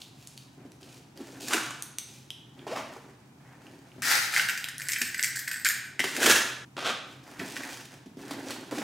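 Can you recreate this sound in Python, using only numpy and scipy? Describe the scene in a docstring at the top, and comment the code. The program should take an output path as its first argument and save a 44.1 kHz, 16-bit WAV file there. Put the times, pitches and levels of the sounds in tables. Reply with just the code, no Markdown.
"""Small hard things tick and cloth rustles over a low ventilation rumble: a bag is being packed.
Things knock on its soft wall, push past the rim and drag with a rising chatter. A stiff packet slides
out, crackles as its creases flip, jingles its metal fittings and is shoved in; a rasp and more knocks
follow. Hits are short rings and noise bursts, rubs are showers of tiny slips over hiss,
and it all plays in a bare, fairly live room."""
import sys
import numpy as np
from scipy import signal
from scipy.fft import rfft, irfft, next_fast_len
from scipy.io import wavfile
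from scipy.ndimage import uniform_filter1d

SR = 44100
rng = np.random.default_rng(int(sys.argv[2]) if len(sys.argv) > 2 else 0)


def store_pcm(level_fs):
    """Save levels as 16-bit WAV."""
    pcm = np.round(np.clip(level_fs, -1, 1) * 32767).astype(np.int16)
    wavfile.write(sys.argv[1], SR, np.atleast_2d(pcm).T)


N = 389387
TIME = np.arange(N) / SR

# Table levels are set before each layer's trim and the room.
AIR_EQ = [(18, -43), (30, -32), (70, -9.5), (138, -2), (280, -4), (473, -16.5), (600, -20), (740, -14.5),
          (937, -16.5), (1070, -19.5), (1220, -20.5), (3140, -32), (4300, -34), (6900, -33.5), (16000, -41)]   # ventilation rumble: freq_hz, gain_db
AIR_WIDTH = [(100, -22), (280, -11), (560, -1.5), (1100, -3), (3000, 5.5), (12000, -3)]   # its stereo width: freq_hz, side_db
# a hand shifts the bag: start_s, length_s, wall_db, cloth_db, lining_db
BAG_SHIFTS = [(0.0, 0.022, -76, -64, -50.5), (0.16, 0.26, -83, -84, -62.5), (0.57, 0.093, -60, -68, -88),
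              (0.805, 0.16, -59, -66, -57.5), (1.157, 0.22, -52, -57.5, -56.5), (1.4, 0.14, -47, -55, -43),
              (2.044, 0.16, -75, -76, -57), (2.566, 0.06, -55, -56, -70), (2.84, 0.13, -63, -55, -61.5),
              (3.02, 0.081, -64, -64, -75), (3.402, 0.19, -76, -60.5, -79), (3.605, .15, -59, -62, -66.5),
              (3.814, 0.37, -66, -68, -72), (7.03, 0.1, -59, -66, -62.5), (7.227, .14, -57.5, -53, -61),
              (7.385, 0.13, -49, -46, -47.5), (7.535, 0.15, -53.5, -45.5, -48),
              (7.692, 0.12, -60, -54.5, -50), (7.907, 0.031, -53, -54, -56.5),
              (8.182, .21, -47.5, -48.5, -54.5), (8.427, 0.095, -42.5, -44.5, -47.5),
              (8.549, 0.13, -49.5, -55.5, -58), (8.711, 0.15, -40.5, -40, -45)]
BAG_REST = (-68.5, -73.5, -73.5)   # the held bag is never quite still: wall_db, cloth_db, lining_db
WALL_EQ = [(60, -50), (130, -20), (200, -16.5), (265, 3.5), (350, 0.5), (480, -10.5), (800, -12),
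           (1500, -55)]   # the soft wall flexing: freq_hz, gain_db
CLOTH_EQ = [(100, -37), (300, -37.5), (500, 0.5), (900, 3), (1200, -1.5), (1600, 2.5), (2300, -3),
            (3200, -16), (6000, -30)]   # cloth rubbing: freq_hz, gain_db
LINING_EQ = [(1500, -34), (2400, 1), (3200, -1), (4500, -1), (6500, -1.5), (9000, -6), (12000, -11),
             (16000, -16)]   # the lining's hiss: freq_hz, gain_db
# small hard things touching: start_s, pitch_hz, body_db, crack_db
TICKS = [(0.0185, 3440, -41, -57), (0.273, 6400, -43.5, -39.5), (0.377, 4200, -44.5, -43),
         (0.7192, 4900, -52, -54), (0.8303, 3650, -49, -62), (1.175, 4400, -45.5, -51),
         (1.8233, 5900, -40.5, -27), (1.9848, 6300, -25.5, -30.5), (2.3044, 3060, -34, -41),
         (2.593, 3200, -50, -68), (3.6674, 2760, -51, -60), (3.917, 2800, -54, -70),
         (4.6426, 3500, -27, -29.5), (4.7817, 8320, -45, -31), (4.8859, 6440, -28, -28),
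         (5.2278, 8350, -24, -26), (5.648, 7650, -23.5, -31), (5.688, 8200, -43, -17)]
# soft knocks on the bag: start_s, pitch_hz, thud_db, slap_db, scuff_db
KNOCKS = [(0.65, 268, -39.5, -56, -57), (1.205, 268, -36.5, -47, -58), (1.542, 326, -30.5, -23, -27),
          (2.667, 438, -34, -28, -43), (2.771, 270, -41, -22.5, -34), (2.806, 366, -49, -29, -48),
          (2.963, 464, -41.5, -34, -60), (3.981, 253, -40.5, -44, -55), (5.014, 250, -36.5, -61, -26.5),
          (5.997, 260, -35.5, -28, -21.5), (6.04, 385, -31, -21.5, -21.5), (6.244, 250, -31, -34, -20),
          (6.767, 252, -42, -46, -49), (6.781, 294, -41, -26, -42), (6.825, 377, -38, -33, -42),
          (7.394, 215, -32.5, -53, -32.5), (7.415, 266, -33, -44, -42), (8.06, 256, -39, -67, -48.5),
          (8.17, 308, -36.5, -61, -49), (8.309, 271, -33.5, -25.5, -29), (8.506, 403, -43, -33, -26),
          (8.723, 314, -25.5, -28, -40), (8.782, 300, -29, -43, -29.5)]
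PUSH_STROKES = [(1.47, 0.085, .005, -32.5)]   # a thing passes the rim: start_s, swell_s, hold_s, level_db
PUSH_EQ = [(100, -50), (450, -15.5), (800, -6.5), (1100, -3), (1520, -1), (1950, -9), (3200, -9),
           (4800, -13.5), (7000, -11), (11000, -20), (16000, -31)]   # its rub on the rim: freq_hz, gain_db
# the stiff packet buckling: start_s, pitch_hz, panel_db, crack_db, flip_back_gain
CREASE_SNAPS = [(1.483, 1720, -33, -26, 0), (1.5338, 1460, -15.5, -20.5, 0.56), (4.0213, 1670, -31, -30, 1),
                (4.3375, 1800, -23, -32, 0.1), (4.3625, 2057, -11.5, -28, .25),
                (4.396, 1545, -13.5, -31, 0.3), (4.4865, 1570, -19, -27, 1), (4.5755, 1660, -28, -28.5, 0),
                (4.6857, 1840, -27.5, -31, 0), (4.818, 2150, -29, -31.5, 0), (4.8899, 1970, -23, -30, 0.75),
                (4.919, 2230, -30, -21.5, 0.2), (4.933, 2220, -23, -23.5, 0), (4.9606, 2030, -21.5, -36, 0),
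                (5.017, 2480, -20, -19, 0.2), (5.1447, 2010, -23.5, -28, 0),
                (5.1938, 2060, -20.5, -34, 0.2), (5.2355, 2050, -19.5, -19.5, 0.9),
                (5.3594, 1500, -37, -26.5, 0.2), (5.3919, 1730, -35, -28.5, 0),
                (5.476, 2110, -25.5, -35, 0.3), (5.5141, 1580, -22, -28, 0), (5.5393, 1790, -31, -41, 0),
                (5.6559, 1523, -15.5, -22.5, 0.94), (5.7044, 1860, -23, -31, 0.1),
                (5.9932, 2044, -16, -28, 1), (6.041, 1920, -24.5, -30, 0.1), (6.165, 2160, -24, -25, 0),
                (7.397, 1940, -28, -48, 0), (7.5657, 1780, -27, -54, 0.2), (7.6342, 1850, -29.5, -38, 0)]
DRAG_STROKES = [(2.667, 0.086, 0.045, -38)]   # a thing is dragged: start_s, swell_s, hold_s, level_db
DRAG_EQ = [(88, -47), (150, -18), (209, -18), (259, -1.5), (466, -11), (524, -2), (612, -5), (837, -5.5),
           (1100, -8), (1360, -12), (2760, -12.5), (3620, -20), (5150, -18.5), (16000, -41)]   # its dull rub: freq_hz, gain_db
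DRAG_CHATTER = [(2.672, 400, -50), (2.695, 341.5, -41), (2.715, 470, -34), (2.734, 624, -29.5),
                (2.745, 674, -44), (2.775, 765, -57)]   # its chatter: time_s, pitch_hz, level_db
SLIDE_STROKES = [(4.021, 0.11, 0.016, -26), (4.32, 0.044, 0.012, -32)]   # the packet slides out: start_s, swell_s, hold_s, level_db
SLIDE_EQ = [(120, -57), (200, -39), (283, -29), (316, -14.5), (394, -22), (519, -17.5), (590, -22.5),
            (791, -10), (1060, -17.5), (1420, -1.5), (1940, -1.5), (3130, -13.5), (4770, -8),
            (14300, -19.5), (16000, -26)]   # its swish: freq_hz, gain_db
SQUEEZES = [(4.478, 0.027, -37.5), (4.575, 0.046, -50), (4.781, 0.078, -41), (4.886, 0.19, -37),
            (5.165, 0.11, -35), (5.351, .045, -37.5), (5.473, 0.1, -35), (5.644, 0.047, -27),
            (5.842, 0.033, -54)]   # fingers squeeze the packet: start_s, length_s, level_db
CRINKLE_EQ = [(300, -55), (900, -58), (1200, -25), (1500, 4.5), (1850, 9), (2300, -20), (3000, -20),
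              (4800, -4.5), (6000, -15), (8000, -8), (10000, -17), (14500, -19), (16000, -22)]   # its crinkle: freq_hz, gain_db
FITTINGS = [(7350, 0, 0.02), (8200, 1, .03), (8200, 1, .03), (12400, -1, 0.028), (12900, -1, 0.027),
            (14000, 0, .03)]   # its small metal fittings: pitch_hz, level_db, t60_s
SHOVE_STROKES = [(6.0, .003, 0.0034, -38), (6.05, 0.037, .04, -43.5), (6.145, 0.16, .01, -20.5)]   # the packet goes in: start_s, swell_s, hold_s, level_db
SHOVE_EQ = [(100, -58), (500, -14), (1100, -8.5), (1650, 3), (2100, -4), (3200, -5), (4500, -9),
            (7000, -7.5), (9500, -12), (13000, -17.5), (16000, -23)]   # its rub on the way: freq_hz, gain_db
HOLLOW_EQ = [(60, -55), (130, -22), (200, -25), (250, 0), (390, -2.5), (600, -6), (900, -11), (1500, -46),
             (3000, -42)]   # the bag's hollow: freq_hz, gain_db
SCRAPE_STROKES = [(6.767, 0.043, 0.023, -38.5), (6.845, 0.023, 0.042, -32.5)]   # a thing scrapes the bag's mouth: start_s, swell_s, hold_s, level_db
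SCRAPE_EQ = [(100, -53), (170, -25), (210, -7), (301, -9), (542, -4.5), (656, -6), (708, -3), (978, -10.5),
             (1160, -0.5), (1540, -2), (1660, -8), (3300, -5), (4740, -13.5), (6930, -18), (16000, -39.5)]   # its rasp: freq_hz, gain_db
TAIL_DECAY = [(150, 0.62), (400, 0.82), (1000, 0.8), (2800, 0.71), (7000, 0.55), (15000, 0.25)]   # the room's reverb time: freq_hz, t60_s
TAIL_EQ = [(150, 1), (400, -6), (1500, -1.5), (4000, -0.5), (8000, -2.5), (15000, -2)]   # the reverb's tone: freq_hz, gain_db
TAIL_WIDTH = [(100, -30), (250, -31), (500, -10.5), (1000, -6), (2000, -7), (4000, -6.5), (8000, -14.5),
              (14000, -12)]   # the reverb's stereo width: freq_hz, side_db
EARLY_ECHOES = [(.0068, -13.5), (0.0119, -17.5), (0.0139, -20.5)]   # near surfaces: delay_s, level_db
# the packet is lifted out to the left, then brought close: time_s, left_minus_right_db, spread_db
HAND_PATH = [(0, 0, -4.5), (3.9, -0.5, -3), (4.03, 2.5, 7.5), (4.5, 0, -0.5), (4.65, 0, -4.5),
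             (5.9, 0.2, -5.5), (6.3, -0.7, -5), (6.5, -0.3, -3.5), (8.83, -1, -0.5)]


def from_db(db):
    """Decibels to gain."""
    return np.exp(np.asarray(db) * (np.log(10) / 20))


def rms_one(x):
    """Scale to unit rms."""
    return x / np.sqrt(np.mean(x ** 2) + 1e-20)


def at_hz(points, hz):
    """Read a table on a log-frequency axis."""
    freq_hz, value = np.transpose(points)
    return np.interp(np.log(np.maximum(hz, 1)), np.log(freq_hz), value)


def equalise(x, eq):
    """Shape a steady signal with an EQ curve."""
    size = next_fast_len(len(x))
    gain = from_db(at_hz(eq, np.fft.rfftfreq(size, 1 / SR)))
    return irfft(rfft(x, size) * gain, size)[:len(x)]


def band(x, low_hz, high_hz, order=2):
    """Causal band-pass."""
    sos = signal.butter(order, [low_hz, min(high_hz, .45 * SR)], "band", fs=SR, output="sos")
    return signal.sosfilt(sos, x)


def drift(rate_hz):
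    """A smooth random wobble; rms 1."""
    knots = rng.standard_normal(int(N / SR * rate_hz) + 3)
    return rms_one(np.interp(TIME * rate_hz, np.arange(len(knots)), knots))


def add(out, start_s, sound):
    """Mix a sound in at a time."""
    start = max(int(start_s * SR), 0)
    out[start:start + len(sound)] += sound[:max(N - start, 0)]


def burst(low_hz, high_hz, t60_s, order=2):
    """A contact: a band of noise that dies at once."""
    t = TIME[:SR // 6]
    return band(rng.choice([-1, 1], len(t)) * from_db(-60 * t / t60_s), low_hz, high_hz, order)


def ring(hz, t60_s):
    """A struck mode: a decaying sine."""
    t = TIME[:SR // 6]
    return np.sin(2 * np.pi * hz * t) * from_db(-60 * t / t60_s)


def at_level(sound, db):
    """Scale a hit so that its loudest 4 ms have this level."""
    power = uniform_filter1d(np.pad(sound, SR // 250) ** 2, SR // 250)
    return sound * from_db(db) / np.sqrt(power.max())


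def strokes(rows, swell_db, fade_db_per_s):
    """Envelope of rubbing strokes: each grips softly, gathers speed, holds and lets go."""
    out, t = np.zeros(N), TIME[:SR]
    for start_s, swell_s, hold_s, level_db in rows:
        attack_db = swell_db * np.clip(1 - t / swell_s, 0, 1) ** 2
        release_db = fade_db_per_s * np.maximum(t - swell_s - hold_s, 0)
        add(out, start_s, from_db(level_db - attack_db - release_db))
    return out


def friction(eq, slips_per_s, spread_db, hiss_db, flutter_db):
    """Tiny slips of uneven size over a smooth hiss, in clumps as the grip varies; rms 1."""
    slipping = rng.random(N) < slips_per_s / SR
    sizes = from_db(spread_db * np.minimum(rng.exponential(1, N), 4))
    slips = slipping * sizes * rng.choice([-1, 1], N)
    rub = rms_one(slips) + from_db(hiss_db) * rng.standard_normal(N)
    grip = from_db(flutter_db * drift(110))
    return rms_one(equalise(rub * grip, eq))


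def diffuse(mid, side, width):
    """Mid and side to stereo: diffuse sound is near mono in the bass, wider above."""
    return mid + equalise(side, width) * np.array([[1], [-1]])


def ventilation(air_db=-57.5, drone_hz=131, drone_db=-58):
    """The bed: low steady air noise with a narrow duct drone."""
    mid, side = [rms_one(equalise(rng.standard_normal(N), AIR_EQ)) for _ in range(2)]
    drone = rms_one(band(rng.standard_normal(N), drone_hz - 11, drone_hz + 11))
    return from_db(air_db) * diffuse(mid, side, AIR_WIDTH) + from_db(drone_db) * drone


def bag_rustle(attack_s=0.045):
    """With each shift of the hand the bag flexes, its cloth rubs and its lining whispers."""
    wall = friction(WALL_EQ, slips_per_s=270, spread_db=2.5, hiss_db=-1, flutter_db=2.5)
    cloth = friction(CLOTH_EQ, slips_per_s=400, spread_db=2, hiss_db=-2.5, flutter_db=3)
    lining = friction(LINING_EQ, slips_per_s=1700, spread_db=8.5, hiss_db=1, flutter_db=2)
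    out = np.zeros(N)
    for part, (texture, trim_db) in enumerate([(wall, 0.5), (cloth, -1.94), (lining, -0.85)]):
        rows = [(start_s, attack_s, length_s - attack_s, db[part])
                for start_s, length_s, *db in BAG_SHIFTS]
        motion = from_db(BAG_REST[part]) + strokes(rows, swell_db=7.5, fade_db_per_s=257)
        out += from_db(trim_db) * motion * texture
    return out


def ticks(ring_cycles=14, crack_t60_s=0.0051):
    """A hard little body clicks and rings for a few cycles under a bright crack."""
    out = np.zeros(N)
    for start_s, hz, body_db, crack_db in TICKS:
        add(out, start_s, at_level(ring(hz, ring_cycles / hz), body_db - 8.5))
        add(out, start_s, at_level(burst(45 * np.sqrt(hz), 1.17 * hz, crack_t60_s), body_db - 1))
        add(out, start_s, at_level(burst(4700, 12200, crack_t60_s), crack_db - 5))
    return out


def knocks():
    """The bag's wall gives a dull thud; the thing slaps on it and scuffs to rest."""
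    out = np.zeros(N)
    for start_s, hz, thud_db, slap_db, scuff_db in KNOCKS:
        tone = at_level(ring(hz, t60_s=0.091), 0)
        thump = at_level(burst(0.68 * hz, 1.41 * hz, t60_s=0.085), 0)
        add(out, start_s, at_level(band(tone + thump, 140, 1070), thud_db - 2))
        add(out, start_s, at_level(burst(590, 1250, t60_s=0.018, order=3), slap_db - 9))
        add(out, start_s, at_level(burst(1800, 4700, t60_s=0.084, order=1), scuff_db - 9))
    return out


def rim_push():
    """A thing is pushed in past the rim; the bag's wall flexes under it."""
    rim = friction(PUSH_EQ, slips_per_s=1500, spread_db=0.5, hiss_db=-2.5, flutter_db=4.5)
    rim *= strokes(PUSH_STROKES, swell_db=14, fade_db_per_s=88)
    wall = friction(WALL_EQ, slips_per_s=310, spread_db=1, hiss_db=-2, flutter_db=2.5)
    wall *= strokes(PUSH_STROKES, swell_db=20, fade_db_per_s=500)
    return from_db(-0.3) * rim + from_db(-6) * wall


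def crease_snaps(panel_t60_s=0.022, crack_t60_s=0.033, flip_back_s=0.0086):
    """A crease cracks over and may flip back; the panel beside it rings, too small to radiate bass."""
    out = np.zeros(N)
    for start_s, hz, panel_db, crack_db, flip_back_gain in CREASE_SNAPS:
        for flip_s, gain in ((start_s, 1), (start_s + flip_back_s, flip_back_gain)):
            tone = at_level(ring(hz, panel_t60_s), 0)
            grit = at_level(burst(1350, 2650, panel_t60_s), -1.5)
            panel = band(tone + grit, 1460, 4500, order=4)
            crack = burst(3960, 9500, crack_t60_s) + from_db(-9.5) * burst(11000, 15000, crack_t60_s)
            add(out, flip_s, gain * at_level(panel, panel_db - 5))
            add(out, flip_s, gain * at_level(crack, crack_db - 5.5))
    return out


def drag(jitter=0.06):
    """A dragged thing rubs dully and chatters faster as it gathers speed."""
    time_s, hz, db = np.transpose(DRAG_CHATTER)
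    pitch_hz = np.interp(TIME, time_s, hz) * (1 + jitter * drift(300))
    chatter = np.sqrt(2) * np.sin(2 * np.pi * np.cumsum(pitch_hz) / SR)
    chatter *= from_db(np.interp(TIME, time_s, db, left=-200, right=-200))
    rub = friction(DRAG_EQ, slips_per_s=900, spread_db=0.5, hiss_db=5, flutter_db=4)
    rub *= strokes(DRAG_STROKES, swell_db=10, fade_db_per_s=300)
    return rub + from_db(-3) * chatter


def packet_slide():
    """The packet slides out in two swishes of dense, fine slips."""
    swish = friction(SLIDE_EQ, slips_per_s=2500, spread_db=5, hiss_db=-1.5, flutter_db=1.5)
    return from_db(1.5) * swish * strokes(SLIDE_STROKES, swell_db=11.5, fade_db_per_s=94)


def packet_crinkle(attack_s=0.0093):
    """Each squeeze crinkles the packet and stirs its fittings."""
    rows = [(start_s, attack_s, length_s - attack_s, db) for start_s, length_s, db in SQUEEZES]
    squeeze = strokes(rows, swell_db=11.5, fade_db_per_s=260)
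    crinkle = friction(CRINKLE_EQ, slips_per_s=260, spread_db=5.5, hiss_db=-14, flutter_db=1)
    return squeeze * (from_db(-2.5) * crinkle + from_db(-7.5) * jingle())


def jingle(count=1100, spread_db=2.5, pitch_scatter=0.041):
    """Metal fittings touch, each time in a new place, so the short pings scatter in pitch; rms 1."""
    out = np.zeros(N)
    starts_s = rng.random(count) * N / SR
    fittings = rng.integers(0, len(FITTINGS), count)
    sizes, detunes = rng.standard_normal((2, count))
    for start_s, fitting, size, detune in zip(starts_s, fittings, sizes, detunes):
        hz, db, t60_s = FITTINGS[fitting]
        ping = ring(hz * np.exp(pitch_scatter * detune), t60_s)
        add(out, start_s, from_db(db + spread_db * size) * ping)
    return rms_one(out)


def packet_shove():
    """The packet rubs its way into the bag, whose hollow answers."""
    rub = friction(SHOVE_EQ, slips_per_s=3200, spread_db=4, hiss_db=-1.5, flutter_db=3.1)
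    rub *= strokes(SHOVE_STROKES, swell_db=26, fade_db_per_s=155)
    hollow = friction(HOLLOW_EQ, slips_per_s=600, spread_db=-1.5, hiss_db=2.5, flutter_db=-2.5)
    hollow *= strokes(SHOVE_STROKES, swell_db=21.5, fade_db_per_s=602)
    return from_db(0.76) * rub + from_db(-7) * hollow


def scrape():
    """A thing catches and slips along the bag's mouth in two short rasps."""
    rasp = friction(SCRAPE_EQ, slips_per_s=1100, spread_db=3.5, hiss_db=-4, flutter_db=1.5)
    return from_db(0.7) * rasp * strokes(SCRAPE_STROKES, swell_db=3.5, fade_db_per_s=550)


def room_response(wet_db=-1.5, build_s=0.0017, delay_scatter=0.12):
    """One spot in the room: direct sound, three near echoes and a tail that dies fastest up top."""
    t, edges_hz = TIME[:SR * 3 // 4], np.geomspace(90, 18000, 12)
    tail = np.zeros((2, len(t)))
    for low_hz, high_hz in zip(edges_hz, edges_hz[1:]):
        hz = np.sqrt(low_hz * high_hz)
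        fade = from_db(-60 * t / at_hz(TAIL_DECAY, hz)) * (1 - np.exp(-t / build_s))
        noise = band(rng.standard_normal(tail.shape), low_hz, high_hz)
        tail += noise * fade / np.linalg.norm(fade) * from_db(at_hz(TAIL_EQ, hz))
    response = from_db(wet_db) * diffuse(*tail, TAIL_WIDTH)
    response[:, 0] += 1
    for delay_s, db in EARLY_ECHOES:
        delay_s *= np.exp(delay_scatter * rng.standard_normal())
        response[:, int(delay_s * SR)] += from_db(db)
    return response


def room(x, spots):
    """The hands keep moving, so every 20 ms the sound leaves from the next spot."""
    turn = np.arange(N) // (SR // 50) % len(spots)
    return sum(signal.oaconvolve((x * (turn == k))[None], spot, axes=1)[:, :N]
               for k, spot in enumerate(spots))


def follow_hands(stereo):
    """Where the hands are sets the pan and the width."""
    time_s, pan_db, spread_db = np.transpose(HAND_PATH)
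    mid = stereo.mean(axis=0)
    width = from_db(np.interp(TIME, time_s, spread_db))
    pan = from_db(np.array([[1], [-1]]) * np.interp(TIME, time_s, pan_db) / 2)
    return (mid + (stereo - mid) * width) * pan


def scene(tail_cut_s=6.655, cut_fade_s=0.012):
    """The packing plays in the room, over the air bed; the tail after the shove breaks off abruptly."""
    foley = (bag_rustle() + ticks() + knocks() + rim_push() + crease_snaps() + drag()
             + packet_slide() + packet_crinkle() + packet_shove() + scrape())
    spots = [room_response() for _ in range(3)]
    gate = np.clip((tail_cut_s - TIME) / cut_fade_s, 0, 1)
    before_cut = room(foley * gate, spots) * gate
    after_cut = room(foley * (1 - gate), spots)
    return follow_hands(before_cut + after_cut) + ventilation()


def record(dry, cutoff_hz=15800):
    """A steep low-pass takes off the very top."""
    return signal.sosfilt(signal.ellip(10, .1, 80, cutoff_hz, fs=SR, output="sos"), dry)


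dry = scene()
out = record(dry)
store_pcm(out)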